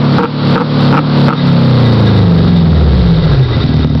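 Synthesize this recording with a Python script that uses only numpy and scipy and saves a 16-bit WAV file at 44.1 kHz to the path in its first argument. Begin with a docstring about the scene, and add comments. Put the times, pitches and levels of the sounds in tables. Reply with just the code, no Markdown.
"""On a snowy driveway, a parked turbocharged flat-four engine hits its rev limiter four times: short
volleys of bangs take turns with fuel cuts, in which it only pumps air. The throttle shuts, the revs
fall with a fluttering hiss, and the engine catches into a lumpy idle. Exhaust pipes of unequal length
(the headers) make it throb. A small recorder turns itself down on loud bangs and overloads."""
import sys
import numpy as np
from scipy import signal
from scipy.fft import rfft, irfft, next_fast_len
from scipy.io import wavfile

SR = 44100
rng = np.random.default_rng(int(sys.argv[2]) if len(sys.argv) > 2 else 0)


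def wav_record(signal):
    """Record a signal, one row per channel, as 16-bit PCM in the file named by sys.argv[1]."""
    frames = np.transpose(np.atleast_2d(signal))
    bounded = np.clip(frames, -1, 1)
    # unit amplitude maps onto the largest positive 16-bit level
    quanta = np.round(bounded * 32767).astype(np.int16)
    wavfile.write(sys.argv[1], SR, quanta)


N = 176400
T = np.arange(N) / SR

# Bursts of firing at the limiter: start t/s, end t/s, level/dB, pulse rate reached f/Hz
VOLLEYS = [(0.184, 0.254, 1, 150.2), (.557, 0.626, 0.5, 150.7), (.927, 0.995, 2.5, 151.6),
           (1.283, 1.333, 1, 145.5)]
# Tone of the bangs: f/Hz, relative level/dB
BANG_TONE = [(50, -29.5), (110, -5.5), (175, 15.5), (235, 0.5), (295, 13), (390, -13.5), (484, 10),
             (640, -14.5), (800, 1), (937, 4), (1030, -3.5), (1310, 4.5), (1800, -16), (2700, -14.5),
             (5000, -40)]
# Echoes from the house: delay t/s, level/dB
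ECHOES = [(.021, -23.5), (0.048, -25.5)]
# Falling revs with the throttle shut: t/s, pulse rate f/Hz
RUN_DOWN = [(1.5, 138), (1.75, 124.5), (2.0, 112), (2.25, 100.3), (2.5, 89), (2.8, 76), (3.0, 65.5),
            (3.25, 55), (3.5, 43), (3.65, 39)]
# Cylinders in firing order: header (0 short, about 1 long), rasp level/dB, crack level/dB
CYLINDERS = [(0, -2.5, 0.5), (0, -2.5, -21.5), (0.999, 2.5, -11), (0.999, 0, -16.5)]
# Strength of the pumped air: t/s, engine note level/dB, rasp level/dB, crack level/dB
PUMPING_LEVELS = [(0, -2, -20, -39.5), (1.28, 2, -18, -34.5), (1.36, 1.5, -14, -40),
                  (1.45, 3, -16.5, -21.5), (1.7, 3, -22, -23.5), (2.05, 1.5, -18, -30),
                  (2.4, 3.5, -21, -27), (2.85, 3, -16.5, -27), (3.15, -2, -18, -44.5),
                  (3.52, -0.5, -15, -43.5), (3.6, -5.5, -19, -60), (4, -7.5, -22.5, -50)]
# Tone of the swirling air at the tailpipe: f/Hz, relative level/dB
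RASP_TONE = [(20, -21), (60, -13), (150, 2.5), (280, 7.5), (370, 3), (500, 3.5), (680, -1), (1000, -2.5),
             (1350, -2.5), (1750, -12.5), (2600, -15), (5500, -25.5)]
# Harmonics 1 to 12 of the four-pulse engine cycle, throttle open and shut: relative level/dB
OPEN_HARMONICS = [-30, -31, -20, -9.5, -21, -11.5, -12.5, -20, -11, -20, -23, -19]
SHUT_HARMONICS = [-30, -28.5, -19.5, -9, -14.5, -38, -13, -14, -18.5, -26.5, -15, -20]
# How the exhaust pipe lifts or weakens each pitch: f/Hz, level/dB
PIPE_TONE = [(30, -27.5), (52, -9.5), (63, 0), (77, 1.5), (95, -0.5), (125, 4.5), (148, 1.5), (170, 9.5),
             (198, -1), (240, 0.5), (290, -4.5), (350, -14), (480, -6), (640, -21.5), (1300, -29.5),
             (2500, -54.5)]
# Harmonics booming as they pass a pipe resonance: number, middle t/s, half length t/s, added level/dB
DRONES = [(7, 1.54, 0.2, 4.5), (8, 2.6, .14, 5.5), (4, 2.86, 0.21, 4.5), (11, 3.296, 0.36, 7.5),
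          (12, 3.32, 0.17, 7.5)]
# Growl of the higher harmonics: f/Hz, relative level/dB
GROWL_TONE = [(200, -29.5), (400, -26), (530, -25), (620, -37.5), (1150, -33.5), (1800, -45)]
# Tone of the idle thumps: f/Hz, relative level/dB
IDLE_TONE = [(30, -47), (55, -18.5), (75, 7), (100, -4), (145, 14.5), (190, -2.5), (235, 8), (280, 5),
             (340, -20), (480, -17.5), (800, -22.5), (1600, -37.5)]
# Tone of the rushing air: f/Hz, relative level/dB
HISS_TONE = [(500, 3), (1500, 0), (2600, -4), (3300, 1.5), (3800, 4), (4600, 1.5), (5300, -10.5),
             (6000, -32)]
# Strength of the rushing air: t/s, level/dB
HISS_LEVELS = [(0, -29), (.15, -22.5), (1.28, -21.5), (1.42, -18.5), (2.1, -25.5), (2.5, -21.5),
               (3.0, -23.5), (3.5, -25.5), (3.7, -26), (4, -30)]
# Puffs from the air intake as the turbo slows: t/s, level/dB
CHUFFS = [(1.38, -17.5), (1.419, -22.5), (1.491, -20), (1.87, -21), (2.079, -21.5), (2.18, -21),
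          (2.39, -28), (2.491, -24.5), (2.58, -19), (2.779, -22), (3.079, -27), (3.159, -30),
          (3.245, -24.5), (3.341, -25), (3.438, -18.5), (3.531, -21), (3.62, -26.5)]
# Pitches at which the intake rings: f/Hz, width f/Hz, relative level/dB
INTAKE_RINGS = [(1378, 21, -5), (1644, 12, -0.5), (1978, 38, -4.5), (3720, 110, -3.5)]
# Strength of the low flutter of air: t/s, level/dB
BUFFET_LEVELS = [(1.3, -46), (1.8, -35.5), (2.8, -34.5), (3.35, -20), (3.6, -32.5), (4, -38)]

IDLE_BEAT_DB = [0.5, -1.5, -1, -8]  # the four firings of an idle cycle: relative level/dB
START_HZ, REFIRE_HZ = 145.5, 139  # pulse rate at first, and when the fuel comes back
LULL_AFTER_S, LULL_S, LULL_DB = 0.026, 0.011, -9.5  # each volley falters after its first cycle
HEADER_LAG_S = 0.00155  # extra travel time through a long header
FIRST_CYLINDER_S, THROTTLE_SHUT_S = 1.588, 1.36  # cylinder one breathes out; the throttle closes
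PULSE_SCATTER_DB, WAVER_DB = 2.5, 1.21
BANG_DECAY_S, RASP_DECAY_S, CRACK_LOW_CUT_HZ = 0.0057, 0.0083, 930
STUMBLE_S, IDLE_START_S = 3.568, 3.640  # one lone firing, then the idle holds
IDLE_HZ, IDLE_DB, IDLE_JITTER_S = 38.57, -5, 0.0012
CHUFF_WIDTH_S, INTAKE_DB, BUFFET_HZ = 0.019, -30.5, 54.3
LIMIT_DB, ATTACK_S, RELEASE_DB_PER_S = 1, 0.0015, 50.5
CLIP_LEVEL, BAND_EDGE_HZ, CUTOFF_HZ = 0.67, 5750, 15900


def limiter_bangs():
    """When the fuel comes back, each stroke bangs out of the tailpipe until the limiter cuts it again."""
    pulses, energy = np.zeros(N), 0
    for start, end, db, top_hz in VOLLEYS:
        age = np.arange(0, end - start, 2 / (REFIRE_HZ + top_hz))
        lull = (age > LULL_AFTER_S) & (age < LULL_AFTER_S + LULL_S)
        long_header = np.array(CYLINDERS)[np.arange(len(age)) % len(CYLINDERS), 0]
        jitter, scatter_db = rng.standard_normal((20, 2))[:len(age)].T
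        times = start + age + HEADER_LAG_S * long_header + 0.00036 * jitter
        pulses += clicks(times, from_db(db + LULL_DB * lull + scatter_db))
        energy += (end - start) * from_db(db) ** 2
    bangs = np.sqrt(energy * SR / N) * rms_one(shape_tone(blasts(pulses, rough=0.77), BANG_TONE))
    echoes = sum(from_db(db) * np.interp(T - delay, T, bangs, left=0) for delay, db in ECHOES)
    return bangs + echoes


def exhaust_pumping():
    """Even unfired strokes push out air: a booming note, with a rasp and a crack on each stroke."""
    pulse_hz = engine_speed()
    strokes = np.cumsum(pulse_hz) / SR
    strokes -= np.interp(FIRST_CYLINDER_S, T, strokes)
    number = np.arange(np.ceil(strokes[0]), strokes[-1]).astype(int)
    long_header, rasp_db, crack_db = np.array(CYLINDERS)[number % len(CYLINDERS)].T
    times = np.interp(number, strokes, T) + HEADER_LAG_S * long_header
    gains = from_db(PULSE_SCATTER_DB * rng.standard_normal(len(times)))
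    puffs = fade(clicks(times, gains * from_db(rasp_db)), RASP_DECAY_S)
    flow = rms_one(puffs) + 1  # puffs on top of a steady stream
    rasp = rms_one(shape_tone(flow * rng.standard_normal(N), RASP_TONE))
    pops = shape_tone(clicks(times, gains * from_db(crack_db)), BANG_TONE)
    crack = rms_one(low_cut(pops, CRACK_LOW_CUT_HZ))
    note_gain, rasp_gain, crack_gain = from_db(in_time(PUMPING_LEVELS))
    return note_gain * engine_note(pulse_hz, strokes) + rasp_gain * rasp + crack_gain * crack


def engine_note(pulse_hz, strokes):
    """Harmonics (multiples of the cycle rate) slide through the pitches at which the pipe rings."""
    cycle_hz, cycles = pulse_hz / len(CYLINDERS), strokes / len(CYLINDERS)
    pipe_hz, pipe_db = np.transpose(PIPE_TONE)
    shut = np.clip((T - THROTTLE_SHUT_S) / 0.02, 0, 1)
    waver_times = np.linspace(0, N / SR, 70)
    waver_db = WAVER_DB * (pulse_hz.max() / pulse_hz)  # a slower engine wavers more
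    note = 0
    for k, (open_db, shut_db) in enumerate(zip(OPEN_HARMONICS, SHUT_HARMONICS), 1):
        db = open_db + shut * (shut_db - open_db)
        db += np.interp(np.log(k * cycle_hz), np.log(pipe_hz), pipe_db)
        db += waver_db * np.interp(T, waver_times, rng.standard_normal(len(waver_times)))
        db += sum(lift * np.exp(-((T - t) / half) ** 4) for n, t, half, lift in DRONES if n == k)
        note += from_db(db) * np.sin(2 * np.pi * (k * cycles + rng.random()))
    growl_hz, growl_db = np.transpose(GROWL_TONE)
    for k in range(len(SHUT_HARMONICS) + 1, 44):
        db = np.interp(k * cycle_hz, growl_hz, growl_db)
        note += from_db(db) * np.sin(2 * np.pi * (k * cycles + rng.random()))
    return note


def engine_speed():
    """Exhaust pulses per second: up in each volley, down in each fuel cut, then the long fall."""
    bounces = [point for start, end, _, hz in VOLLEYS for point in ((start, REFIRE_HZ), (end, hz))]
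    return in_time([(0.0071, START_HZ)] + bounces + RUN_DOWN)[0]


def idle():
    """The engine fires once, then settles into slow, uneven thumps."""
    times = np.append(np.arange(IDLE_START_S, N / SR, 1 / IDLE_HZ), STUMBLE_S)
    db = np.resize(IDLE_BEAT_DB, len(times)) + rng.normal(0, 1, len(times))
    times += rng.normal(0, IDLE_JITTER_S, len(times))
    thumps = shape_tone(blasts(clicks(times, from_db(db)), rough=0.39), IDLE_TONE)
    idle_share = np.mean(T > STUMBLE_S)
    return from_db(IDLE_DB) * np.sqrt(idle_share) * rms_one(thumps)


def turbo_air():
    """Air rushing through the turbo hisses; with the throttle shut, the intake rings in soft puffs."""
    hiss = from_db(in_time(HISS_LEVELS)[0]) * rms_one(shape_tone(rng.standard_normal(N), HISS_TONE))
    noise = rng.standard_normal(N)
    ringing = sum(from_db(db) * signal.lfilter(*signal.iirpeak(hz, hz / width, SR), noise)
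                  for hz, width, db in INTAKE_RINGS)
    chuffs = sum(from_db(db) * np.exp(-0.5 * ((T - t) / CHUFF_WIDTH_S) ** 2) for t, db in CHUFFS)
    steady = from_db(INTAKE_DB) * (T > THROTTLE_SHUT_S)
    return hiss + np.hypot(chuffs, steady) * rms_one(ringing)


def buffeting():
    """A faint, very low flutter of air under the engine note."""
    rumble = signal.sosfilt(signal.butter(2, BUFFET_HZ, fs=SR, output="sos"), rng.standard_normal(N))
    return from_db(in_time(BUFFET_LEVELS)[0]) * rms_one(rumble)


def blasts(pulses, rough):
    """Each pulse is a jump in pressure followed by a short puff of swirling air."""
    return rms_one(pulses) + rough * rms_one(fade(pulses, BANG_DECAY_S) * rng.standard_normal(N))


def shape_tone(x, tone):
    """Filter a sound by a tone table, so that the table's peaks ring after each pulse."""
    size = next_fast_len(N + SR // 2) * 2
    hz, db = np.transpose(tone)
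    grid_hz = np.maximum(np.arange(size // 2 + 1) * SR / size, 1)
    gains = from_db(np.interp(np.log(grid_hz), np.log(hz), db))
    # Minimum phase: the ringing comes after a pulse, never before it.
    cepstrum = irfft(np.log(gains))
    cepstrum[1:size // 2] *= 2
    cepstrum[size // 2 + 1:] = 0
    return irfft(rfft(x, size) * np.exp(rfft(cepstrum)))[:N]


def clicks(times, gains):
    """One sharp click at each time."""
    inside = (times >= 0) & (times < (N - 1) / SR)
    return np.bincount((times[inside] * SR).astype(int), gains[inside], N)


def fade(pulses, decay_s):
    """Give each click a tail that dies away."""
    return signal.lfilter([1], [1, -np.exp(-1 / (decay_s * SR))], pulses + 1e-18)


def low_cut(x, hz):
    """Weaken everything below the given pitch."""
    return signal.sosfilt(signal.butter(2, hz, "high", fs=SR, output="sos"), x + 1e-18)


def in_time(rows):
    """Join a table's timed points with straight lines, one curve per column."""
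    times, *columns = np.transpose(rows)
    return [np.interp(T, times, column) for column in columns]


def from_db(db):
    """Turn decibels into a gain to multiply by."""
    return 10 ** (np.asarray(db) / 20)


def rms_one(x):
    """Scale a sound so that its average strength (rms) is one."""
    return x / np.sqrt(np.mean(x ** 2) + 1e-20)


def scene():
    """Everything heard from a few metres behind the car, in mono."""
    return (exhaust_pumping() + limiter_bangs() + turbo_air() + idle() + buffeting())[None]


def record(dry):
    """The recorder turns down fast on peaks and recovers slowly; it clips, cuts treble, clips again."""
    excess_db = np.maximum(20 * np.log10(np.abs(dry[0]) + 1e-9) - LIMIT_DB, 0)
    held_db = np.maximum.accumulate(excess_db + RELEASE_DB_PER_S * T) - RELEASE_DB_PER_S * T
    smoothing = np.exp(-1 / (ATTACK_S * SR))
    cut_db = signal.lfilter([1 - smoothing], [1, -smoothing], held_db)
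    clipped = np.clip(dry[0] * from_db(-cut_db), -CLIP_LEVEL, CLIP_LEVEL)
    dulled = np.convolve(clipped, signal.firwin(161, BAND_EDGE_HZ, fs=SR), "same")
    clipped_again = np.clip(dulled, -CLIP_LEVEL, CLIP_LEVEL)
    return signal.sosfilt(signal.cheby2(12, 70, CUTOFF_HZ, fs=SR, output="sos"), clipped_again)[None]


dry = scene()
out = record(dry)
wav_record(out)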